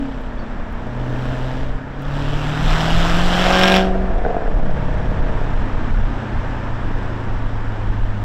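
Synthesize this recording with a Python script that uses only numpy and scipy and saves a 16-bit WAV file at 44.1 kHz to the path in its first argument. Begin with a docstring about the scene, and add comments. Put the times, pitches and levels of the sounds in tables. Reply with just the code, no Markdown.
"""Wind buffets the microphone while a V8 roadster, top down, eases off, with thin cabin squeaks and ticks.
Then a light pull, a hard pull ending in sharp exhaust cracks, a lift with pops through an upshift, a long coast.
Engine: sines at firing orders, firing pulses ringing the pipe, and gas noise puffed by each firing.
Cracks and pops: impulses into exhaust resonances. Wind, tyres and body: shaped noise, the slow lumps clipping."""
import sys
import numpy as np
from scipy import signal
from scipy.fft import rfft, irfft, next_fast_len
from scipy.io import wavfile
from scipy.ndimage import uniform_filter1d, map_coordinates

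SR = 44100
rng = np.random.default_rng(int(sys.argv[2]) if len(sys.argv) > 2 else 0)


def store_pcm(level_fs):
    """Save levels as 16-bit WAV."""
    pcm = np.round(np.clip(level_fs, -1, 1) * 32767).astype(np.int16)
    wavfile.write(sys.argv[1], SR, np.atleast_2d(pcm).T)


N = 363384

# engine speed: (time [s], firing rate [Hz])
FIRING_RATE = [(0, 140), (.3, 123.1), (.7, 117.6), (1.0, 124), (1.75, 129.7), (2.05, 139), (2.6, 152.4),
               (2.8, 159.9), (3.45, 181.5), (3.7, 188.2), (4.07, 187.3), (4.25, 173.4), (4.55, 140.7),
               (5.0, 138.2), (5.9, 125.9), (6.5, 117.6), (7.4, 108), (8.24, 102.9)]
# engine load: (time [s], firing tone [dB], pipe bark [dB], gas rasp before offsets [dB])
ENGINE_LOAD = [(0, -39, -36.5, -48), (.7, -44, -44, -60), (1.0, -26, -35.5, -49.5), (1.3, -24.5, -34, -41),
               (1.6, -27.5, -34.5, -43.5), (1.87, -36.5, -43, -59.5), (2.15, -25.5, -34, -40),
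               (2.6, -23.5, -39.5, -33.5), (2.72, -22.5, -45, -27.5), (3.3, -21.5, -32, -26.5),
               (3.55, -20.5, -20.5, -20), (3.77, -18, -17, -21), (3.92, -23.5, -25.5, -51),
               (4.07, -27.5, -30, -67), (4.18, -38.5, -26.5, -57), (4.45, -39, -29, -60),
               (4.7, -28, -31.5, -53), (5.3, -32.5, -31, -52), (5.8, -33, -45.5, -52),
               (8.24, -24.5, -55, -51.5)]
# tones beside the firing tone: (time [s], 3/4 rate [dB], 5/4 rate [dB], 7/4 rate [dB], 2x rate [dB])
SIDE_TONES = [(0, -48, -50, -29, -22.5), (.2, -41, -59, -41, -39), (2.0, -42.5, -59, -48, -37.5),
              (2.25, -29.5, -50, -38, -36.5), (3.4, -32.5, -46, -36.5, -36.5), (3.7, -43, -40, -28, -25.5),
              (4.1, -46, -54, -55, -35.5), (4.45, -41, -42, -57, -34), (4.8, -31.5, -31.5, -53, -53),
              (5.7, -29, -51, -36, -40), (6.9, -36.5, -50, -43, -46), (8.24, -46, -53, -51, -42)]
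# tailpipe pulse strength by cylinder in firing order, pulling: (relative level [dB])
PULLING_DB = [0, -1, -4, -3, -.5, -4, -2, -4]
# same, coasting: (relative level [dB])
COASTING_DB = [3.5, -5.5, -2, -7.5, 0, -1.5, -8, -3.5]
# cylinder bank in firing order: (bank [0 or 1])
BANK = [0, 1, 0, 0, 1, 0, 1, 1]
# exhaust resonances, bypass valve open: (centre [Hz], width [Hz], relative level [dB])
OPEN_PIPE = [(330, 9.3, -22.5), (467, 150, -1), (556.3, 23, 3.5), (656, 47, 3), (739, 40, 4)]
# exhaust resonances, bypass valve shut: (centre [Hz], width [Hz], relative level [dB])
SILENCER = [(191.4, 13, 3), (262, 190, -10), (456, 40, 2.5), (619, 65, 2.5), (895, 51, -4)]
# tailpipe tip resonances: (centre [Hz], width [Hz], relative level [dB])
TIPS = [(1600, 28, 11), (2190, 29, 1), (2370, 41, 0), (3350, 660, -2.5), (5510, 166, -6), (7500, 470, -40)]
# turbulent exhaust gas spectrum: (frequency [Hz], relative density [dB per Hz])
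GAS_SPECTRUM = [(150, -39), (250, -38), (282, -23), (427, -9), (705, 2.5), (997, -4.5), (1340, -0.5),
                (2250, -8.5), (3010, -5.5), (4410, -14), (5520, -18.5), (7800, -25.5), (9110, -35.5),
                (12400, -38), (15600, -42)]
# crack strength by cylinder in firing order: (relative level [dB])
CRACKING_DB = [0, -3, -60, -60, -3, -60, -60, -60]
# unburnt fuel popping: (time [s], blow before pipe gain [dB], snap relative to blow [dB])
POPS = [(4.217, -16, -16), (4.25, -4.5, -8.5), (4.263, -3.5, -25), (4.292, -11, -22), (4.313, -11, -23),
        (4.327, -11, -25), (4.345, -6.5, -28), (4.366, -4.5, -24), (4.386, -16, -25), (4.42, -10, -13),
        (4.457, -11, -22), (4.477, -10.5, -13), (4.563, -19, -20), (4.599, -18, -20), (4.637, -17, -27),
        (4.694, -12, -15)]
# exhaust resonances under a pop: (centre [Hz], width [Hz], relative level [dB])
POP_RING = [(200, 200, -5.5), (450, 34, 6.5), (702, 86, 6.5)]
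# cabin ticks: (time [s], noise level at onset before high-pass [dB])
TICKS = [(0.2139, -50.5), (0.7248, -49), (2.0198, -44.5), (4.7082, -60), (5.1094, -53)]
# faint squeaks: (time [s], length [s], start [Hz], end [Hz], peak [dB])
SQUEAKS = [(0.371, 0.018, 3270, 3584, -47), (0.382, 0.034, 4400, 4650, -50), (0.414, .02, 4450, 4400, -53),
           (.45, .03, 3710, 3350, -53), (0.51, 0.019, 3650, 3800, -54)]
# wind buffeting, before short rises and dips: (time [s], level [dB])
WIND = [(0, -26), (1.2, -26), (1.8, -27), (2.4, -21.5), (3.4, -19), (4.1, -16.5), (4.8, -14.5),
        (5.9, -18.5), (6.5, -19), (8.24, -21.5)]
# short rises and dips of the buffeting level: (centre time [s], half length [s], change [dB])
BUFFET_SWELLS = [(0.42, 0.036, 5.5), (0.618, 0.075, 4.5), (1.31, 0.09, 8), (1.677, 0.12, 12),
                 (1.82, 0.062, -15), (2.573, .06, -19), (2.69, 0.14, 13), (2.952, 0.065, 15),
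                 (3.205, 0.24, 8.5), (4.426, 0.083, -7), (5.6, 0.083, 6), (5.987, .12, 7.5),
                 (6.268, 0.077, -16), (6.35, 0.06, 8.5), (7.464, 0.051, 3), (7.893, .06, 12),
                 (8.028, 0.091, 8.5)]
# road noise: (time [s], tyre and air rush [dB], body rumble [dB])
ROAD = [(0, -35, -52.5), (1.3, -30, -30), (1.9, -33.5, -40.5), (2.6, -26, -36.5), (3.6, -25, -32.5),
        (4.2, -30.5, -35.5), (5.8, -27.5, -39), (8.24, -31.5, -36.5)]
# buffeting spectrum: (frequency [Hz], relative density [dB per Hz])
BUFFET_SPECTRUM = [(2.9, -10.5), (5.0, -0.5), (27, 2.5), (64, -12), (113, -23.5), (156, -45), (200, -20.5),
                   (260, -35.5), (440, -120)]
# body rumble spectrum: (frequency [Hz], relative density [dB per Hz])
RUMBLE_SPECTRUM = [(40, 14.5), (70, 4.5), (110, -1.5), (160, -1.5), (270, -5.5), (400, -9), (650, -47.5)]
# tyre and air rush spectrum: (frequency [Hz], relative density [dB per Hz])
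RUSH_SPECTRUM = [(150, -5.5), (280, -4), (400, -9), (650, -10), (800, -10), (920, -8), (1050, -12),
                 (1750, -13.5), (2000, -20.5), (3400, -29.5), (4400, -38.5), (5600, -39.5), (6500, -46),
                 (7800, -46), (9000, -64), (15600, -98)]

CYLINDERS = len(PULLING_DB)
FIRST_CYLINDER_S = 3.6352  # a firing of the first cylinder
# cracks: time window, peak time, level before gains, fade either side of the peak, random scatter
CRACK_FROM_S, CRACK_TO_S, CRACK_PEAK_S = 3.585, 3.775, 3.66
CRACK_DB, CRACK_FADE_DB_PER_S, CRACK_SCATTER_DB = -21, 40, 2
# inverted echo off a near panel, notching the treble
ECHO_S, ECHO_SHARE, ECHO_FROM_HZ = 0.000456, 0.29, 2500
BAND_LIMIT_HZ = 15725


def crankshaft():
    """Slightly unsteady rotation: firing rate, and firings counted in phase with the first cylinder."""
    rate_hz, = curves(FIRING_RATE)
    fired = np.cumsum(rate_hz * (1 + .0015 * wobble(12))) / SR
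    return rate_hz, fired - fired[round(FIRST_CYLINDER_S * SR)] % CYLINDERS


def firing_tones(fired, cut):
    """Low orders of the cycle boom as sines; the double tone fades with the fuel cut."""
    tone_db = curves(ENGINE_LOAD)[0]
    lope_db, five_db, seven_db, double_db = curves(SIDE_TONES)
    cycle_rad = 2 * np.pi * fired / CYLINDERS

    def tone(order, db):
        return np.sqrt(2) * amp(db + 0.7 * wobble(19)) * np.sin(order * cycle_rad)

    boom = tone(order=8, db=tone_db) + tone(order=6, db=lope_db)
    boom += (1 - cut) * tone(order=16, db=double_db)
    return boom + tone(order=10, db=five_db) + tone(order=14, db=seven_db)


def firing_pulses(fired, throttle, valve, cut):
    """One impulse per firing, uneven in size and timing; also a copy with the banks opposed when coasting."""
    at = firings(fired)
    cylinder = cylinder_at(fired, at)
    bank = np.take(BANK, cylinder)
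    even = np.maximum(throttle, valve)[at]
    lift = ((1 - throttle) * valve)[at]  # throttle shut at high revs
    chance = rng.standard_normal((len(at), 2))
    size_db = even * np.take(PULLING_DB, cylinder) + (1 - even) * np.take(COASTING_DB, cylinder)
    size = amp(size_db + (1 + 2 * lift + 3 * cut[at]) * chance[:, 1])
    # combustion never repeats exactly, least with the fuel cut
    late_s = (.00004 + .0003 * lift + .0015 * cut[at]) * chance[:, 0]
    late_s = late_s + 0.00033 * bank - .0008  # bank 1 has the longer pipe
    when = np.clip(at + np.round(SR * late_s).astype(int), 0, N - 1)
    pulses = np.bincount(when, size, N)
    opposed = np.bincount(when, size * (1 - 2 * bank * (1 - even)), N)
    return pulses, opposed


def pipe_bark(pulses, opposed, valve):
    """Pulses ring the open pipe at high revs, the silencer at low revs."""
    loud = steady(resonant(muffled(pulses, hz_top=2500), OPEN_PIPE))
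    quiet = steady(resonant(muffled(opposed, hz_top=1800), SILENCER))
    return valve * loud + (1 - valve) * quiet


def exhaust_gas(pulses, bark_db, rasp_db):
    """Turbulent hiss puffed by each firing, plus ringing tips and bare pressure peaks, with a panel echo."""
    t = np.arange(SR // 50) / SR
    puffs = signal.fftconvolve(pulses, np.exp(-t / .002))[:N]
    hiss = coloured(patchy(patchy_db=1.2) * (.45 + puffs), GAS_SPECTRUM)
    fronts = 6 * pulses + puffs * rng.standard_normal(N)
    tips = muffled(resonant(fronts, TIPS), hz_top=12000)
    ring = steady(muffled(tips, hz_top=12000))
    spike = muffled(pulses, hz_top=3970) - muffled(pulses, hz_top=900)  # pressure peak
    ring += 1.1 * steady(muffled(spike, hz_top=9000))
    # strong pulses: ring takes over from hiss
    ring_db = 1.234 * bark_db + 0.63 * rasp_db + 11.5
    hiss_db = rasp_db + 3.5 - .4 * np.maximum(bark_db + 27, 0)

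    def panel_echo(hz):
        share = ECHO_SHARE * hz ** 2 / (hz ** 2 + ECHO_FROM_HZ ** 2)
        return 1 - share * np.exp(-2j * np.pi * hz * ECHO_S)

    return filtered(amp(hiss_db) * hiss + amp(ring_db) * ring, panel_echo)


def engine(rate_hz, fired):
    """Low orders boom; each firing barks through the pipe and puffs gas noise."""
    tone_db, bark_db, rasp_db = curves(ENGINE_LOAD)
    throttle = np.clip((rasp_db + 46) / 5, 0, 1)  # open throttle shows as gas flow
    valve = np.clip((rate_hz - 146) / 8, 0, 1)  # bypass opens at high revs
    cut = np.clip((bark_db - tone_db - 4) / 5, 0, 1) * valve  # fuel cut
    boom = firing_tones(fired, cut)
    pulses, opposed = firing_pulses(fired, throttle, valve, cut)
    bark = amp(bark_db) * pipe_bark(pulses, opposed, valve)
    return boom + bark + exhaust_gas(pulses, bark_db, rasp_db)


def cracks(fired):
    """Three cylinders crack once a cycle: steep fronts with a short spit of noise ring the tips."""
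    front = np.zeros(N)
    t = np.arange(SR // 40) / SR
    at = firings(fired)
    at = at[(at > CRACK_FROM_S * SR) & (at < CRACK_TO_S * SR)]
    crack_db = CRACK_DB + np.take(CRACKING_DB, cylinder_at(fired, at))
    crack_db = crack_db - CRACK_FADE_DB_PER_S * np.abs(at / SR - CRACK_PEAK_S)
    crack_db = crack_db + CRACK_SCATTER_DB * rng.standard_normal(len(at))
    for s, db in zip(at / SR, crack_db):
        spit = 0.41 * amp(-60 * t / 0.0026) * rng.standard_normal(len(t))
        add_at(front, s, amp(db) * (spit + (t == 0)))
    return amp(13) * muffled(front, hz_top=13000) + amp(40) * resonant(front, TIPS)


def pops():
    """Dull blows of unburnt fuel ring the whole pipe, each with a decaying 1500 Hz snap."""
    blow, snap = np.zeros(N), np.zeros(N)
    t = np.arange(SR // 40) / SR
    for s, db, snap_db in POPS:
        blow[round(s * SR)] = amp(db)
        add_at(snap, s, amp(db + snap_db - 60 * t / 0.023) * np.sin(2 * np.pi * 1500 * t))
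    return amp(31) * resonant(muffled(blow, hz_top=1110), POP_RING) + muffled(snap, hz_top=3000)


def ticks():
    """Bright ticks: noise bursts falling 60 dB in 20 ms, high-passed."""
    out, t = np.zeros(N), np.arange(SR // 25) / SR
    for s, db in TICKS:
        add_at(out, s, amp(db - 60 * t / 0.02) * rng.standard_normal(len(t)))
    return filtered(out, lambda hz: (hz / 7000) ** 4 / (1 + (hz / 7000) ** 4))


def squeaks():
    """Thin squeaks: gliding sines under half-sine envelopes."""
    out = np.zeros(N)
    for s, length_s, start_hz, end_hz, db in SQUEAKS:
        u = np.arange(round(length_s * SR)) / (length_s * SR)
        glide = np.cumsum(start_hz + (end_hz - start_hz) * u) / SR
        add_at(out, s, amp(db) * np.sin(np.pi * u) * np.sin(2 * np.pi * glide))
    return out


def airflow():
    """Tyres, air and body noise ride on slow pressure lumps that flatten the diaphragm at their peaks."""
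    t = np.arange(N) / SR
    wind_db, = curves(WIND)
    swells = [db * np.clip(1 - np.abs(t - s) / half_s, 0, 1) for s, half_s, db in BUFFET_SWELLS]
    wind_db = wind_db + sum(swells)
    rush_db, rumble_db = curves(ROAD)
    lumps = amp(1.8 * wobble(6.4)) * coloured(rng.standard_normal(N), BUFFET_SPECTRUM)
    buffet = amp(wind_db) * unit(lumps)
    rush = amp(rush_db + 0.4 * wobble(6)) * coloured(patchy(patchy_db=0.5), RUSH_SPECTRUM)
    rumble = amp(rumble_db + 1.2 * wobble(7)) * coloured(patchy(patchy_db=1.5), RUMBLE_SPECTRUM)
    panel = [(274, 24, 0)]  # humming body panel: (centre [Hz], width [Hz], level [dB])
    hum = unit(resonant(resonant(rng.standard_normal(N), panel), panel))
    rumble += amp(rumble_db - 6) * hum
    x = buffet + rumble + .5 * rush
    return x / (1 + np.abs(x / .33) ** 5) ** (1 / 5) + .5 * rush  # half the rush escapes flattening


def amp(db):
    """Decibels to gain."""
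    return 10 ** (np.asarray(db) / 20)


def unit(x):
    """Scaled to rms 1."""
    return x / np.sqrt(np.mean(x ** 2) + 1e-20)


def curves(rows):
    """One value per sample for each column after the time."""
    s, *cols = np.transpose(rows)
    return [np.interp(np.arange(N) / SR, s, c) for c in cols]


def wobble(rate_hz):
    """A smooth random curve, rate_hz knots a second."""
    knots = rng.standard_normal(int(N * rate_hz / SR) + 4)
    return map_coordinates(knots, [np.arange(N) * rate_hz / SR])


def add_at(track, s, x):
    """Adds x into track from time s."""
    track[round(s * SR):][:len(x)] += x


def firings(fired):
    """Sample indices just before each firing."""
    return np.flatnonzero(np.diff(np.floor(fired)))


def cylinder_at(fired, at):
    """Place in the firing order of each firing."""
    return np.floor(fired[at] + 1).astype(int) % CYLINDERS


def filtered(x, response):
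    """x times a complex response of frequency."""
    m = next_fast_len(N + SR // 2)
    return irfft(rfft(x, m) * response(np.fft.rfftfreq(m, 1 / SR)), m)[:N]


def coloured(x, spectrum):
    """x shaped by (frequency [Hz], level [dB]) points on a log axis, rms 1."""
    f, db = np.transpose(spectrum)
    return unit(filtered(x, lambda hz: amp(np.interp(np.log(hz + 1), np.log(f + 1), db))))


def patchy(patchy_db):
    """White noise with time-frequency patches of random gain, patchy_db rms."""
    z = signal.stft(rng.standard_normal(N), nperseg=512)[2]
    field = uniform_filter1d(rng.standard_normal(z.shape), 6, 0)
    field = uniform_filter1d(field, 10, 1)
    return signal.istft(z * amp(patchy_db * unit(field)), nperseg=512)[1][:N]


def resonant(x, modes):
    """x through causal (centre [Hz], width [Hz], level [dB]) resonances of alternating sign."""
    def peak(hz, c, w):
        return 1j * hz * w / (c * c - hz * hz + 1j * hz * w)

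    def response(hz):
        return sum((-1) ** k * amp(db) * peak(hz, c, w) for k, (c, w, db) in enumerate(modes))

    return filtered(x, response)


def steady(x):
    """Slow level divided out over 0.25 s."""
    return x / np.sqrt(np.abs(uniform_filter1d(x ** 2, SR // 4)) + 1e-12)


def muffled(x, hz_top):
    """A causal third-order low-pass."""
    return filtered(x, lambda hz: 1 / (1 + 1j * hz / hz_top) ** 3)


def scene():
    """Everything at one microphone."""
    rate_hz, fired = crankshaft()
    exhaust_bangs = cracks(fired) + pops()
    cabin = ticks() + squeaks()
    return (engine(rate_hz, fired) + exhaust_bangs + cabin + airflow())[None]


def record(dry):
    """Peaks saturate softly; nothing passes above the band limit."""
    x = dry[0] / (1 + np.abs(dry[0] / .88) ** 8) ** (1 / 8)
    return filtered(x, lambda hz: hz < BAND_LIMIT_HZ)[None]


dry = scene()
out = record(dry)
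store_pcm(out)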